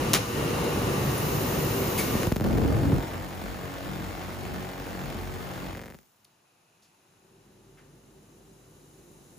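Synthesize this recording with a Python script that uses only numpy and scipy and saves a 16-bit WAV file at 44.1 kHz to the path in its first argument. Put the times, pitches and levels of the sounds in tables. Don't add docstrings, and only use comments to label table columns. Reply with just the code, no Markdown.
import sys
import numpy as np
from scipy import signal
from scipy.fft import rfft, irfft
from scipy.io import wavfile

SR = 44100
rng = np.random.default_rng(int(sys.argv[2]) if len(sys.argv) > 2 else 0)


def transcribe(u):
    v = np.clip(np.atleast_2d(u).T, -1, 1)
    q = np.round(v * 32767).astype(np.int16)
    wavfile.write(sys.argv[1], SR, q)


N = 413658
TIME, FREQS = np.arange(N) / SR, np.fft.rfftfreq(N, 1 / SR)

# (frequency [Hz], time to fall 60 dB [s])
ROOM_T60 = [(100, 0.44), (1000, 0.33), (5000, 0.43), (15000, 0.097)]
# (frequency [Hz], correlation [-1 to 1])
AIR_LIKENESS = [(100, 1), (290, 0.9), (640, 0.44), (1300, 0.11), (3000, 0.39), (6500, 0.28), (12000, 0.038)]
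ECHO_LIKENESS = [(60, 0.22), (200, 0.047), (400, 0.37), (700, -0.4), (1300, -0.89), (2500, 0.12),
                 (5000, -0.12), (9000, 1), (15000, -0.49)]
# (frequency [Hz], left louder [dB], left leads [rad])
FAR_MICS = [(300, -0.5, 0.27), (850, 3, 0.57), (1410, 0.5, 1), (2000, 1.5, 0.42), (2820, -0.5, .8),
            (3800, 0.5, 0.3), (5400, 5, 0.87), (7000, 0.7, 0.068), (8500, 0.5, 0.34)]
NEAR_MICS = [(100, -0.4, 0), (400, 0.8, 0.089), (720, 4, 0.7), (1440, -3, 0.92), (1910, 1.5, 0),
             (2900, 3, 1), (3970, 2, 0.012), (5260, 3.5, 0.93), (6500, -1, 0.58)]
# (level [dB], brief dip [dB], swell [dB], sinks from [s], sink rate [dB/s])
FANS_LOUD = [(-28.5, -7, -.5, 2.265, 244), (-36.5, -4, -0.75, 2.252, 140), (-43.5, -1.5, 2, 2.236, 108)]
# (level [dB], creep [dB/s], step up [dB])
FANS_FAINT = [(-73, 1.86, 12), (-71, 1, 2), (-77, 4, 0)]
# (frequency [Hz], relative level [dB])
LOUD_AIR = [(20, -39), (36, -20), (48, -13), (62, -5), (130, -2.5), (250, -3.5), (490, -5.5), (650, -8),
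            (1150, -6), (1500, -12), (2700, -16), (3600, -22.5), (7000, -35), (8500, -35.5), (15000, -39.5)]
FAINT_AIR = [(20, -33.5), (37, -23), (48, -14), (68, -13.5), (110, -3.5), (200, -6.5), (260, -8), (370, -5),
             (430, -9.5), (560, -13.5), (1050, -17), (2100, -24), (2800, -26), (4000, -28.5), (4850, -25),
             (6200, -20.5), (7500, -19.5), (14300, -21.5), (15500, -30)]
# (frequency [Hz], width [Hz], prominence before the burn [dB], after it [dB])
FAN_TONES = [(113, 4, 5, 0), (145, 7, 4, 3), (168, 7, -8, 0), (204, 8, -4, 1), (345, 14, -3, -8),
             (474, 6, 1, 1), (499, 6, 1, -8), (890, 10, -3, -1), (1178, 8, 4, 2), (1472, 6, 5, 6),
             (1820, 8, 2, -8), (1868, 7, 6, -8), (2164, 6, 7, -8), (2595, 7, -6, 3), (2751, 6, 6, -6),
             (2945, 6, 3, 6), (14120, 14, 5, -8), (14217, 14, 5, -8)]
# (frequency [Hz], level before the burn [dB], after [dB], return [s])
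FAN_HUM = [(48.5, -48, -68.5, 7.45), (387.4, -44.5, -67, 7.18), (773, -56, -82, 7.4)]
# (time [s], half length [s], frequency [Hz], width [Hz], level [dB])
ROOM_BLOOMS = [(0.45, 0.049, 468, 55, -32.5), (0.7, 0.16, 473, 50, -35), (0.58, 0.26, 350, 57, -39),
               (0.35, 0.35, 2850, 350, -53.5), (0.65, 0.14, 834, 330, -41), (1.02, 0.069, 137, 26, -28.5),
               (1.555, 0.55, 390.3, 11, -37.5), (2.15, 0.041, 170, 220, -30), (6.8, 0.56, 2560, 440, -77.5)]
# (frequency [Hz], width [Hz], lift [dB])
AIR_PEAKS = [(2850, 380, 3.5), (3950, 480, 5), (6700, 1300, 3.5), (10000, 2600, 3.5)]
# (frequency [Hz], width [Hz], level when nearest [dB])
HOSE_MOUTH = [(3930, 480, -75.5), (6220, 420, -76), (6870, 500, -75.5), (7450, 450, -73.5)]
# (time [s], level [dB], centre [Hz], half width [octaves], rise [s], time to fall 60 dB [s])
KNOCKS = [(0.1334, -12, 5500, 1.2, 0.0002, 0.021), (0.1388, -8.5, 4000, 1.5, 0.00007, 0.0055),
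          (0.1383, -13.5, 1505, 1.9, 0.0001, 0.021), (0.1451, -19, 2600, 1.6, 0.001, 0.12),
          (0.156, -25, 1100, 1.5, 0.0011, 0.08), (1.176, -32.5, 9900, 0.14, 0.0042, 0.065),
          (1.975, -25.5, 5000, 4, 0.0068, 0.29), (1.98, -32.5, 2220, 0.11, 0.0053, 0.26),
          (6.246, -52, 8900, 0.58, 0.00027, 0.021), (6.25, -48, 3970, 0.45, 0.00025, 0.011),
          (6.82, -60.5, 5000, .8, 0.0046, 0.29), (7.769, -56, 1660, 0.61, 0.007, 0.33)]
# (frequency [Hz], relative level [dB])
PUFF_COLOUR = [(20, -38), (34, -11.5), (48, -1.5), (90, 1), (150, 0), (280, -3), (550, -8.5), (1000, -16),
               (1900, -19.5), (3000, -25.5), (6000, -31), (8500, -32), (10200, -35.5), (12000, -42.5),
               (14500, -28.5)]
# (time [s], relative peak [dB], thump [dB], snap [dB], cycles [count])
POPS = [(2.150, -13.5, 25, 4, 1), (2.232, -13.5, -5, 5, 1), (2.270, -13, 6, -9, 1),
        (2.318, -10.5, 17, 3, 1), (2.323, -12, -11, 1, 2), (2.361, -15.5, 6, -5, 1),
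        (2.381, -26, -5, -2, 2), (2.399, -20, 9, 4, 1), (2.409, -15.5, 9, -3, 1), (2.419, -20, 11, 4, 1),
        (2.442, -18, -5, 4, 1), (2.447, -18, 8, -3, 1), (2.583, -14.5, 11, 1, 1), (2.648, -17.5, 13, 4, 1),
        (2.728, -25, 18, 0, 1), (2.768, -18.5, 18, 9, 1), (2.855, -22, 24, 4, 2), (2.926, -13.5, 29, 1, 1),
        (2.963, -19, 14, -1, 1), (2.983, -21, 8, 4, 1), (3.004, -27, 0, 15, 1), (3.035, -26, 6, 10, 1),
        (3.328, -28, -4, 3, 1), (3.416, -24.5, -8, 6, 1), (4.582, -35, 9, 6, 3), (4.646, -27, -3, 15, 1),
        (4.800, -28, 5, 6, 1), (4.948, -30, 3, 10, 1), (5.014, -29, 3, 6, 1), (5.103, -24, -5, -3, 1),
        (5.145, -28, 6, -4, 2), (5.729, -28, 7, 1, 1), (5.7494, -29, -3, 11, 5), (5.7536, -29, 3, 12, 4),
        (5.7642, -33.5, 4, 3, 5), (5.772, -25.5, -2.5, 3, 5), (5.7772, -29, -2, 1, 5),
        (5.7811, -30, -2, 4, 4), (5.988, -34.5, -13, 2, 1), (6.031, -42, -16, -1, 1)]
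# (multiple of the scan rate [ratio], level relative to the spit band [dB])
SCAN_TONES = [(2, -11), (4, -5.5), (6, -8.5), (7, -22), (8, -5), (10, -13), (11, -16.5), (12, -6.5),
              (14, -16), (16, -18.5), (18, -24), (19, -20), (20, -17), (22, -16), (24, -9), (26, -15.5),
              (27, -18), (28, -23), (30, -22), (36, -17.5)]
# (frequency [Hz], likeness [0 to 1])
CYCLE_MEMORY = [(100, 0.6), (500, 0.38), (1200, 0.16), (3000, 0.065), (10000, 0.22)]
TRACK_MEMORY = [(100, 0.58), (600, 0.062), (2000, 0.0457), (5000, 0.022)]
# (level [dB], extra on the heavy stretch [dB],
# settling [s], share of plume swell [0 to 1], of rasp swell [0 to 1], fades from [s], fade rate [dB/s])
BURN_BANDS = [(-40.5, 13.5, 0.033, 0.9, 0.15, 5.70, 175), (-47.5, 12.5, 0.18, 0.16, 0.049, 5.70, 165),
              (-46.5, 5, 0.33, 0.033, 0.78, 5.71, 145), (-49, 2, 0.21, 0.083, 0.88, 5.71, 117),
              (-49, 3, .3, 0.068, 0.27, 5.64, 40.5)]
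# (time [s], level [dB])
PLUME_SWELL = [(3.1, -35.5), (3.2, -32.5), (3.3, -39), (3.45, -34), (3.6, -35), (3.78, -39), (3.88, -33.5),
               (4.03, -31.5), (4.22, -38), (4.4, -35.5), (4.6, -32), (4.75, -44.5), (4.88, -36.5),
               (5.1, -32.5), (5.35, -34), (5.5, -38), (5.7, -35)]
RASP_SWELL = [(3.12, -41), (3.28, -45), (3.48, -43), (3.6, -44), (3.75, -42.5), (3.95, -42.5),
              (4.12, -43.5), (4.23, -41.5), (4.36, -44.5), (4.5, -42.5), (4.65, -43), (4.76, -43.5),
              (4.9, -43), (5.12, -43), (5.32, -45.5), (5.5, -43), (5.7, -44)]

FAN_EDGES_HZ, BURN_EDGES_HZ = (600, 5000), (300, 650, 1500, 5000)
BRIGHTEN_S, BRIGHTEN_TAKES_S = 1.06, 0.38
SCAN_HZ, SCAN_START_S = 23.125, 2.2027
BURN_FULL_S, BURN_RISE_DB_PER_S = 2.46, 187
HEAVY_END_S = 2.98


def gain_of(db):
    return 10 ** (np.asarray(db) / 20)


def unit_rms(x):
    return x / np.sqrt(np.mean(np.atleast_2d(x).mean(0) ** 2) + 1e-20)


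def read(points, hz):
    f, value = np.transpose(points)
    return np.interp(np.log(hz + 1), np.log(f + 1), value)


def add(mix, s, sound):
    part = mix[round(s * SR):][:len(sound)]
    part += sound[:len(part)]


def step(at_s, takes_s):
    return (1 + np.tanh(2 * (TIME - at_s) / takes_s)) / 2


def fade_in(full_s, db_per_s):
    return -db_per_s * np.maximum(full_s - TIME, 0)


def fade_out(from_s, db_per_s):
    return -db_per_s * np.maximum(TIME - from_s, 0)


def resonance(hz, width_hz, slope=2):
    return 1 / (1 + (2 * (FREQS - hz) / width_hz) ** slope)


def noise(colour, shape=N):
    return irfft(rfft(rng.standard_normal(shape)) * colour)


def ride(x, levels, edges_hz, normalise=unit_rms):
    lowpasses = [1 / (1 + (FREQS / edge) ** 8) for edge in edges_hz]
    shares = np.diff([np.zeros_like(FREQS), *lowpasses, np.ones_like(FREQS)], axis=0)
    spectrum = rfft(x)
    return sum(normalise(irfft(spectrum * share, N)) * gain_of(db) for share, db in zip(shares, levels))


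def diffuse(pair, likeness):
    same = np.clip(read(likeness, FREQS), -1, 1)
    a, b = rfft(pair)
    mid, side = a * np.sqrt((1 + same) / 2), b * np.sqrt((1 - same) / 2)
    return irfft(np.array([mid + side, mid - side]), N)


def microphones(pair, table):
    left_db, lead = (read(np.array(table)[:, [0, k]], FREQS) for k in (1, 2))
    half = gain_of(left_db / 2) * np.exp(1j * lead / 2)
    return irfft(rfft(pair) * np.array([half, 1 / half]), N)


def room(x, wet_db, drift_hz=1.1, size=14000, count=4):
    hz, t, spectra = signal.stft(rng.standard_normal((count, 2, size)), SR, nperseg=256)
    decay = gain_of(-60 * t / read(ROOM_T60, hz)[:, None]) * (t > .002)
    tails = signal.istft(spectra * decay, SR, nperseg=256)[1]
    wet = np.zeros((2, N))
    for k, tail in enumerate(tails):
        share = np.maximum(np.cos(2 * np.pi * (drift_hz * TIME - k / count)), 0)
        wet += signal.oaconvolve((x * share)[None], tail / np.linalg.norm(tail[0]), axes=1)[:, :N]
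    return x + gain_of(wet_db) * diffuse(wet, ECHO_LIKENESS)


def loud_fan_levels(dip_s=0.27, dip_width_s=.085):
    dip = np.exp(-((TIME - dip_s) / dip_width_s) ** 2)
    brighten = step(BRIGHTEN_S, BRIGHTEN_TAKES_S)
    return [db + dip_db * dip + swell_db * brighten + fade_out(sink_s, rate)
            for db, dip_db, swell_db, sink_s, rate in FANS_LOUD]


def faint_fan_levels(from_s=6.25):
    arrive, opened = fade_in(from_s, db_per_s=5), step(at_s=7.2, takes_s=0.52)
    return [db + arrive + creep * (TIME - from_s) + step_db * opened for db, creep, step_db in FANS_FAINT]


def fans(colour, levels, tones, tones_db):
    tone_power = sum((gain_of(db + tones_db) * resonance(hz, width)) ** 2 for hz, width, db in tones)
    hose_db = sum(db * resonance(hz, width) for hz, width, db in AIR_PEAKS)
    spectrum = gain_of(read(colour, FREQS) + hose_db) * np.sqrt(1 + tone_power)
    air = unit_rms(diffuse(noise(spectrum, (2, N)), AIR_LIKENESS))
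    return ride(air, levels, FAN_EDGES_HZ)


def fan_hum(waver_db=2.0, waver_hz=6.0):
    sink_db = loud_fan_levels()[0] - FANS_LOUD[0][0]
    hum = np.zeros(N)
    for hz, before_db, after_db, back_s in FAN_HUM:
        level = gain_of(before_db + sink_db) + gain_of(after_db) * step(back_s, takes_s=0.42)
        hum += level * np.sqrt(2) * np.sin(2 * np.pi * (hz * TIME + rng.random()))
    waver = unit_rms(noise(np.exp(-(FREQS / waver_hz) ** 2)))
    return hum * gain_of(waver_db * waver)


def air_hiss(centre_hz=14200, spread_hz=900, level_db=-52, swell_db=9):
    band = np.exp(-.5 * ((FREQS - centre_hz) / spread_hz) ** 2)
    db = level_db + swell_db * step(BRIGHTEN_S, BRIGHTEN_TAKES_S) + fade_out(2.12, db_per_s=55)
    return unit_rms(noise(band, (2, N))) * gain_of(db)


def room_blooms():
    out = np.zeros(N)
    for s, half_s, hz, width, db in ROOM_BLOOMS:
        band = unit_rms(noise(resonance(hz, width, slope=4)))
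        out += gain_of(db) * band * np.exp(-((TIME - s) / half_s) ** 2)
    return out


def hose_mouth(nearest_s=9.2, approach_db_per_s=6.5):
    colour = sum(gain_of(db) * np.sqrt(SR / 2 / width) * resonance(hz, width, slope=4)
                 for hz, width, db in HOSE_MOUTH)
    suction = diffuse(noise(colour, (2, N)), AIR_LIKENESS)
    return suction * gain_of(fade_in(nearest_s, approach_db_per_s))


def knocks(size=16384):
    out, t = np.zeros(N), np.arange(size) / SR
    hz = np.fft.rfftfreq(size, 1 / SR) + 1
    for s, db, centre, octaves, rise, t60 in KNOCKS:
        band = 1 / (1 + (np.log2(hz / centre) / octaves) ** 2)
        envelope = (1 - np.exp(-t / rise)) * gain_of(db - 60 * t / t60)
        add(out, s, unit_rms(noise(band, size)) * envelope)
    return out


def specks(per_s, spread_db):
    sizes = gain_of(spread_db * np.minimum(rng.exponential(1, N), 3))
    kicks = sizes * (rng.random(N) < per_s / SR)
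    return unit_rms(kicks - kicks.mean())


def puff(extra_db, lag_cycles=1.7, size=8192):
    two_sided_hz = abs(np.fft.fftfreq(size, 1 / SR))
    log_gain = np.log(gain_of(read(PUFF_COLOUR, two_sided_hz) + extra_db(two_sided_hz)))
    minimum_phase = np.exp(np.conj(signal.hilbert(log_gain)))
    click = np.fft.ifft(minimum_phase).real[:size // 2]
    lows_last = (1 + np.fft.rfftfreq(size, 1 / SR) / 150) ** (-2j * np.pi * lag_cycles)
    return -irfft(rfft(click, size) * lows_last)


def smoke(top_hz=110, level_db=-30.0):
    dull = puff(lambda hz: -10 * np.log10(1 + np.minimum(hz / top_hz, 20) ** 4))
    rumble = unit_rms(signal.oaconvolve(specks(per_s=200, spread_db=2.5), dull)[:N])
    db = level_db + fade_in(BURN_FULL_S, BURN_RISE_DB_PER_S) + fade_out(2.97, db_per_s=700)
    return rumble * gain_of(db)


def flake_pops(thump_hz=1100, snap_hz=1850, snap_width_hz=650, trim_db=-4, wear_db=-1.67):
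    out = np.zeros(N)
    for s, db, thump_db, snap_db, cycles in POPS:
        pop = puff(lambda hz: thump_db / (1 + (hz / thump_hz) ** 2)
                   + snap_db / (1 + ((hz - snap_hz) / snap_width_hz) ** 2))
        pop /= abs(pop).max()
        for k in range(round(cycles)):
            add(out, s + k / SCAN_HZ, gain_of(db + trim_db + k * wear_db) * pop)
    return out


def swell(curve):
    s, db = np.transpose(curve)
    return np.interp(TIME, s, db - db.mean()) * step(s[0], .1)


def burn_levels():
    plume_db, rasp_db = swell(PLUME_SWELL), swell(RASP_SWELL)
    arrive = fade_in(BURN_FULL_S, BURN_RISE_DB_PER_S)
    levels = []
    for db, extra_db, settle_s, plume, rasp, fade_s, rate in BURN_BANDS:
        heavy = 1 - step(HEAVY_END_S + settle_s / 4, settle_s)
        swell_db = plume * plume_db + rasp * rasp_db
        levels.append(db + arrive + extra_db * heavy + swell_db + fade_out(fade_s, rate))
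    return levels


def scan_tones(heavy_db=5):
    tones = sum(gain_of(db) * np.sqrt(2) * np.sin(2 * np.pi * (round(k) * SCAN_HZ * TIME + rng.random()))
                for k, db in SCAN_TONES)
    spit_db, heavy = burn_levels()[2], 1 - step(HEAVY_END_S, .1)
    return tones * gain_of(spit_db + heavy_db * heavy)


def coating(flake_hz=1700, grit_db=-8, haze_db=-11):
    slow_pop = 1 / (1 + 1j * FREQS / flake_hz) ** 2
    flakes = rfft(specks(per_s=650, spread_db=2.0)) * slow_pop
    grit = gain_of(grit_db) * specks(per_s=2600, spread_db=5.5)
    haze = gain_of(haze_db) * rng.standard_normal(N)
    power = abs(slow_pop) ** 2 + gain_of(grit_db) ** 2 + gain_of(haze_db) ** 2
    surface = (flakes + rfft(grit + haze)) / np.sqrt(power)
    half_cycle = np.exp(-1j * np.pi * FREQS / SCAN_HZ)
    again, beside = (np.clip(read(table, FREQS), 0, .95) for table in (CYCLE_MEMORY, TRACK_MEMORY))
    repeats = np.sqrt(1 - again ** 2) / (1 - again * half_cycle ** 2)
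    tracks = (1 + beside * half_cycle) / np.sqrt(1 + beside ** 2)
    return unit_rms(irfft(surface * repeats * tracks, N))


def constant_power(x, over_s=.11):
    power = signal.oaconvolve((x ** 2).mean(0), np.hanning(round(2 * over_s * SR)), "same")
    return unit_rms(x / np.sqrt(np.maximum(power, 1e-20)))


def laser(duty=.74, bite_strokes=0.042, return_db=-3, sizzle_db=-11):
    strokes = (TIME - SCAN_START_S) * SCAN_HZ * 4
    along, returning = strokes % 1, np.floor(strokes) % 2
    bite = 1 + np.exp(-along / bite_strokes)
    beam = (along < duty) * bite * gain_of(return_db * returning)
    sizzle = gain_of(sizzle_db) * np.diff(rng.standard_normal(N + 1))
    vapour = beam * coating() + sizzle
    burn = signal.oaconvolve(vapour - vapour.mean(), puff(np.zeros_like))[:N]
    return ride(room(burn, wet_db=-3), burn_levels(), BURN_EDGES_HZ, constant_power)


def scene():
    tones = np.array(FAN_TONES)
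    far = fans(LOUD_AIR, loud_fan_levels(), tones[:, [0, 1, 2]], tones_db=5.0)
    far += air_hiss() + room_blooms()
    far += fans(FAINT_AIR, faint_fan_levels(), tones[:, [0, 1, 3]], tones_db=4.0)
    far += fan_hum() + hose_mouth()
    near = laser() + scan_tones() + room(smoke() + flake_pops() + knocks(), wet_db=-11.5)
    return microphones(far, FAR_MICS) + microphones(near, NEAR_MICS)


def record(dry):
    mono_hz, treble_db, side_kept = 7500, 2.5, 0.023
    widen_from_hz, delay_s, top_hz = 6520, .000271, 15600
    left, right = rfft(dry)
    treble = 1 / (1 + (mono_hz / (FREQS + 1)) ** 10)
    mid = (left + right) / 2 * gain_of(treble_db * treble)
    side = (left - right) / 2 * (1 - treble + side_kept * treble)
    turn = np.exp(-1j * np.pi * delay_s * np.maximum(FREQS - widen_from_hz, 0))
    wide = irfft(np.array([(mid + side) * turn, (mid - side) / turn]), N)
    lowpass = signal.firwin(511, top_hz, window=("kaiser", 9), fs=SR)
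    return signal.oaconvolve(wide, lowpass[None], "same")


dry = scene()
out = record(dry)
transcribe(out)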